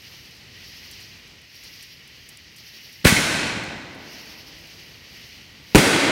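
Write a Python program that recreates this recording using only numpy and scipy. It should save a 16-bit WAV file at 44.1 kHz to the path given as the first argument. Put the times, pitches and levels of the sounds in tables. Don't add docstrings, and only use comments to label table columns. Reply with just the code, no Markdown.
import sys
import numpy as np
from scipy import signal
from scipy.fft import rfft, irfft
from scipy.io import wavfile

SR = 44100
rng = np.random.default_rng(int(sys.argv[2]) if len(sys.argv) > 2 else 0)


def log_audio(samples):
    frames = np.atleast_2d(samples).T
    limited = np.clip(frames, -1, 1)
    pcm = np.round(limited * 32767).astype(np.int16)
    wavfile.write(sys.argv[1], SR, pcm)


N = 269431
TIME = np.arange(N) / SR
HZ = np.fft.rfftfreq(N, 1 / SR)
LAUNCH_S, BURST_S = 3.0455, 5.7481


# t/s, level/dB, push/ms, rise/ms
BLAST_WAVES = [(3.055, 10.5, 2.8, 0.63), (3.122, 3, 1.4, .9), (5.7494, 23, 1.3, .036),
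               (5.7541, 13, 3.2, .044), (5.759, 9.5, 1.7, 0.12)]
# t/s, level/dB
TUBE_THUMPS = [(3.0554, -9), (3.1227, -3.5)]

def blasts(scatter_count=11, scatter_gap_s=0.0036, scatter_delay_s=0.0145, thump_hz=200):
    out = np.zeros(N)
    for s, db, push_ms, rise_ms in BLAST_WAVES:
        add(out, s, blast_wave(db, push_ms, rise_ms))
    slots = np.arange(scatter_count) + rng.uniform(-0.57, 0.45, scatter_count)
    for late in slots * scatter_gap_s:
        db = 11.5 - 260 * late
        add(out, BURST_S + scatter_delay_s + late, blast_wave(db, push_ms=0.92, rise_ms=0.49))
    for s, db in TUBE_THUMPS:
        tone = np.sin(2 * np.pi * thump_hz * (TIME - s))
        out += gain_of(db) * swell(s, rise=0.0015, t60=0.029) * tone
    return signal.lfilter(*signal.butter(2, 56, "high", fs=SR), -out)


def blast_wave(db, push_ms, rise_ms):
    ms = np.arange(SR // 10) / SR * 1000
    front = 1 - np.exp(-(ms / rise_ms) ** 2)
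    return gain_of(db) * front * (1 - ms / push_ms) * np.exp(-ms / push_ms)


# t/s, body level/dB, crack level/dB, rise/s, fade/s
GAS_RUSHES = [(3.0414, -9.5, -11, 0.012, 0.094), (3.066, -22.5, -15, 0.0015, 0.32),
              (5.7480, 1, -4, 0.000098, 0.037), (5.7537, -2, -5, 0.0021, 0.039),
              (5.771, -15, -17, 0.0093, 0.21)]
# f/Hz, level/dB
BODY_TONE = [(60, -58), (180, 12), (300, 5.5), (400, -2.5), (550, 2), (750, -27), (1100, -6), (2500, -72)]
CRACK_TONE = [(300, -52), (700, -1), (1100, -0.5), (1650, 3.5), (2300, 5), (3100, -0.5), (4000, -4.5),
              (5500, -7.5), (9500, -7), (11000, -12.5), (15500, -15)]

def gas_rushes():
    body, crack, out = noise(BODY_TONE), noise(CRACK_TONE), np.zeros(N)
    for s, body_db, crack_db, rise, t60 in GAS_RUSHES:
        out += swell(s, rise, t60) * (gain_of(body_db) * body + gain_of(crack_db) * crack)
    return out


# t/s, f/Hz, width/Hz, level/dB, rise/s, fade/s
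TUBE_NOTES = [(3.046, 3850, 700, -13.5, .003, 0.03), (3.068, 1580, 280, -8.5, 0.0022, 0.04),
              (3.080, 2070, 380, -21.5, .006, 0.28), (3.150, 2180, 520, -18.5, 0.021, 0.16)]

def launch_tube():
    return sum(gain_of(db) * swell(s, rise, t60) * band_noise(hz, width)
               for s, hz, width, db, rise, t60 in TUBE_NOTES)


# f/Hz, level/dB
LAUNCH_TONE = [(25, -47), (60, -7.5), (150, -3.5), (310, -7), (410, -11), (650, -7.5), (740, -9), (860, -6),
               (1080, -8.5), (2350, -4), (3200, -8), (6000, -13), (9200, -18.5), (15500, -37)]
BURST_TONE = [(25, -53), (70, -16), (130, -8), (220, -3), (350, -2.5), (550, -4), (800, -7), (1100, -8),
              (1450, -7), (1700, -8.5), (2300, -6), (3200, -10.5), (9000, -18), (15500, -37)]
# f/Hz, width/Hz, boost/dB
ROLL_PEAKS = [(320, 46, 5.5), (385, 65, -1), (1515, 91, 5.5), (2040, 180, 3), (2190, 160, 1.5),
              (9170, 330, 4.5)]
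# f/Hz, loss/(dB per s)
PATH_LOSS = [(70, 5), (290, -1), (450, -2), (1000, 2.5), (1500, 7.5), (2200, 5.5), (4000, 13.5),
             (7000, 24.5), (10000, 42), (15000, 58)]
# t/s, level/dB compared with the roll
WALL_BOOMS = [(3.167, 8.5), (3.28, 0), (3.426, 5), (3.565, 3), (3.70, 6.5), (3.95, 6.5), (5.782, -6),
              (5.858, 4.5), (5.928, 4), (6.025, 4), (6.072, -1)]

def roll(start, tone, boom_db, clatter_db, build_s, fresh_s, sag_db_per_s, hold_s=0.44):
    hz, t, spectrum = signal.stft(rng.standard_normal(N), SR, nperseg=1024)
    ripple_db = 2.5 * rng.standard_normal(len(hz)) * np.minimum(hz / 3000, 1)
    shape = gain_of(read(tone, hz) + peaks(ROLL_PEAKS, hz) + ripple_db)[:, None]
    hz = hz[:, None]
    travel_s = np.maximum(t - start, 0) - fresh_s
    spectrum = spectrum * shape * gain_of(-read(PATH_LOSS, hz) * travel_s)
    low = 1 / (1 + (hz / 500) ** 6)
    middle = (hz > 600) & (hz < 1700)
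    boom = signal.istft(spectrum * low, SR)[1][:N] / rms(shape * low)
    clatter = signal.istft(spectrum * (1 - low), SR)[1][:N] / rms(shape * middle)
    wall_power = sum((gain_of(db) * swell(s, rise=0.0072, t60=0.22)) ** 2 for s, db in WALL_BOOMS)
    sound = gain_of(boom_db) * np.sqrt(1 + wall_power) * boom + gain_of(clatter_db) * clatter
    age = np.maximum(TIME - start, 0)
    doublings = np.log2(np.maximum(age / hold_s, 1))
    fade = gain_of(-sag_db_per_s * age - 9.5 * doublings)
    return sound * np.minimum(age / build_s, 1) * fade * flutter(rate_hz=74, depth_db=0.28)


# f/Hz, level/dB
FAR_TONE = [(1000, -31), (1550, -14.5), (1950, -3.5), (2450, -2.5), (2950, -1.5), (3400, -9.5), (5000, -32),
            (7000, -42)]
RASP_TONE = [(1500, -26), (2000, -24), (3000, -3), (3600, -8), (4400, 0.5), (5200, -1), (5600, -5.5),
             (5800, -4.5), (6400, -8.5), (7100, -20.5), (10000, -26), (16000, -58)]
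SIZZLE_TONE = [(5000, -33), (7500, -26), (9500, -2.5), (11000, -4), (12500, 2.5), (14500, 0), (16000, 1)]
CHIRP_TONE = [(1500, -30), (2900, -5), (3600, -4), (4400, 1), (5750, 0.5), (6500, -17), (7500, -26),
              (16000, -45)]
# f/Hz, width/Hz, boost/dB
WING_PEAKS = [(1916, 180, 4), (3100, 160, 0.2), (4320, 97, -1), (4700, 120, 0.5), (5590, 110, 5.5),
              (12100, 970, 2)]

def insects(far_db=-50, rasp_boost_db=1.2, sizzle_boost_db=3, chirp_sizzle_db=-11):
    rasp_gain, sizzle_gain = rasping()
    chirp_gain = chirping()
    far_gain = gain_of(far_db) * evened(rasp_gain) ** 0.58
    far = far_gain * noise(FAR_TONE, WING_PEAKS) * flutter(rate_hz=16, depth_db=1.17)
    rasp = rasp_gain * noise(RASP_TONE, WING_PEAKS) * flutter(rate_hz=17, depth_db=1.05)
    sizzle_gain = np.hypot(sizzle_gain, gain_of(chirp_sizzle_db) * chirp_gain)
    sizzle = sizzle_gain * noise(SIZZLE_TONE, WING_PEAKS) * flutter(rate_hz=79, depth_db=0.6)
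    chirps = chirp_gain * noise(CHIRP_TONE, WING_PEAKS)
    return far + gain_of(rasp_boost_db) * rasp + gain_of(sizzle_boost_db) * sizzle + chirps


# t/s, length/s, rasp level/dB, sizzle level/dB
RASP_SPELLS = [(-.04, 0.24, -51, -59.5), (0.527, 0.5, -49.5, -60.5), (1.534, 0.27, -50, -59),
               (2.096, 0.23, -54.5, -65), (2.58, 0.38, -52, -59.5), (4.03, 0.29, -48, -58.5),
               (4.53, 0.35, -51.5, -61), (5.05, 0.25, -49.5, -60.5), (5.717, 0.24, -45.5, -52)]

def rasping(rise_s=0.22, fade_s=1.4, lull_rasp_db=-56, lull_sizzle_db=-70):
    rasp_power, sizzle_power = gain_of(lull_rasp_db) ** 2, gain_of(lull_sizzle_db) ** 2
    for s, length, rasp_db, sizzle_db in RASP_SPELLS:
        rise = np.clip((TIME - s) / rise_s + 0.5, 0, 1)
        effort = rise * decay(TIME - s - length, fade_s)
        rasp_power += (gain_of(rasp_db) * effort) ** 2
        sizzle_power += (gain_of(sizzle_db) * effort) ** 2
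    return np.sqrt(rasp_power), np.sqrt(sizzle_power)


# t/s, rate/(chirps per s), level/dB
CHIRP_GROUPS = [(.688, 11.7, -49), (1.562, 11.0, -49), (2.590, 11.4, -48), (4.129, 11.3, -47.5)]

def chirping(count=5):
    out = np.zeros(N)
    for s, per_s, db in CHIRP_GROUPS:
        strokes = np.clip((TIME - s) * per_s + 0.5, 0, count)
        out += gain_of(db) * np.sin(np.pi * strokes) ** 2
    return out


# t/s, level/dB, fade/s
CLEAR_TICKS = [(0.9123, -44.5, .08), (1.0027, -52, .1), (1.4147, -53, .035), (1.6363, -48.5, .057),
               (1.8266, -42.5, 0.038), (2.0767, -47.5, 0.024), (2.2893, -43, .05), (2.373, -42, 0.012),
               (2.562, -50, .08), (2.9254, -51, .06), (3.636, -44, .04), (3.9473, -55, .05)]

def ticks(centre_hz=8500, spread=0.4, faint_per_s=4, faint_db=-56.5, faint_fade_s=0.041):
    loudness, t = np.zeros(N), np.arange(SR // 6) / SR
    faint = [(s, faint_db, faint_fade_s) for s in TIME[rng.random(N) < faint_per_s / SR]]
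    spray = shaped_noise(np.exp(-(np.log((HZ + 1) / centre_hz) / spread) ** 2 / 2))
    for s, db, t60 in CLEAR_TICKS + faint:
        add(loudness, s, gain_of(db) * decay(t, t60))
    return loudness * spray * flutter(rate_hz=350, depth_db=2)


# f/Hz, level/dB
RUMBLE_TONE = [(20, -62), (45, -2.5), (75, 1), (140, 0), (250, -6), (450, -10.5), (650, -15), (1100, -16.5),
               (4000, -12.5), (9000, -32), (16000, -40)]
# t/s, level/dB
RUMBLE_LEVEL = [(0, -51.5), (1.39, -51.5), (1.47, -56), (1.7, -54), (2.9, -54), (5.7, -50.5)]

def night_air(boost_db=1.0):
    db = np.interp(TIME, *np.transpose(RUMBLE_LEVEL)) + boost_db
    return gain_of(db) * noise(RUMBLE_TONE) * flutter(rate_hz=9.9, depth_db=1.0)


def gain_of(db):
    return 10 ** (np.asarray(db) / 20)


def rms(x):
    return np.sqrt(np.mean(x ** 2) + 1e-20)


def evened(x):
    return x / rms(x)


def read(points, hz):
    f, value = np.transpose(points)
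    return np.interp(np.log(hz + 1), np.log(f + 1), value)


def peaks(rings, hz):
    return sum(db / (1 + (2 * (hz - f) / width) ** 2) for f, width, db in rings)


def shaped_noise(weights):
    return evened(irfft(rfft(rng.standard_normal(N)) * weights, N))


def noise(tone, rings=()):
    return shaped_noise(gain_of(read(tone, HZ) + peaks(rings, HZ)))


def band_noise(hz, width):
    return shaped_noise(np.exp(-2 * ((HZ - hz) / width) ** 2))


def flutter(rate_hz, depth_db):
    return gain_of(depth_db * shaped_noise(HZ < rate_hz))


def decay(age, t60):
    return np.exp(-np.log(1000) * np.maximum(age, 0) / t60)


def swell(s, rise, t60):
    age = np.maximum(TIME - s, 0)
    return np.minimum(age / rise, 1) ** 2 * decay(age - rise, t60)


def add(mix, s, sound):
    part = mix[round(s * SR):][:len(sound)]
    part += sound[:len(part)]


def scene():
    launch_roll = roll(LAUNCH_S, LAUNCH_TONE, boom_db=-29, clatter_db=-27,
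                       build_s=0.02, fresh_s=0.23, sag_db_per_s=7.5)
    burst_roll = roll(BURST_S, BURST_TONE, boom_db=-25.5, clatter_db=-24.5,
                      build_s=0.0068, fresh_s=0.11, sag_db_per_s=-2.0)
    night = insects() + ticks() + night_air()
    return (blasts() + gas_rushes() + launch_tube() + launch_roll + burst_roll + night)[None]


def record(dry):
    ceiling, top_hz = 0.72, 15880
    clipped = dry / (1 + (dry / ceiling) ** 8) ** (1 / 8)
    low_pass = signal.firwin(511, top_hz, window=("kaiser", 9), fs=SR)
    return signal.oaconvolve(clipped, low_pass[None], "same")


dry = scene()
out = record(dry)
log_audio(out)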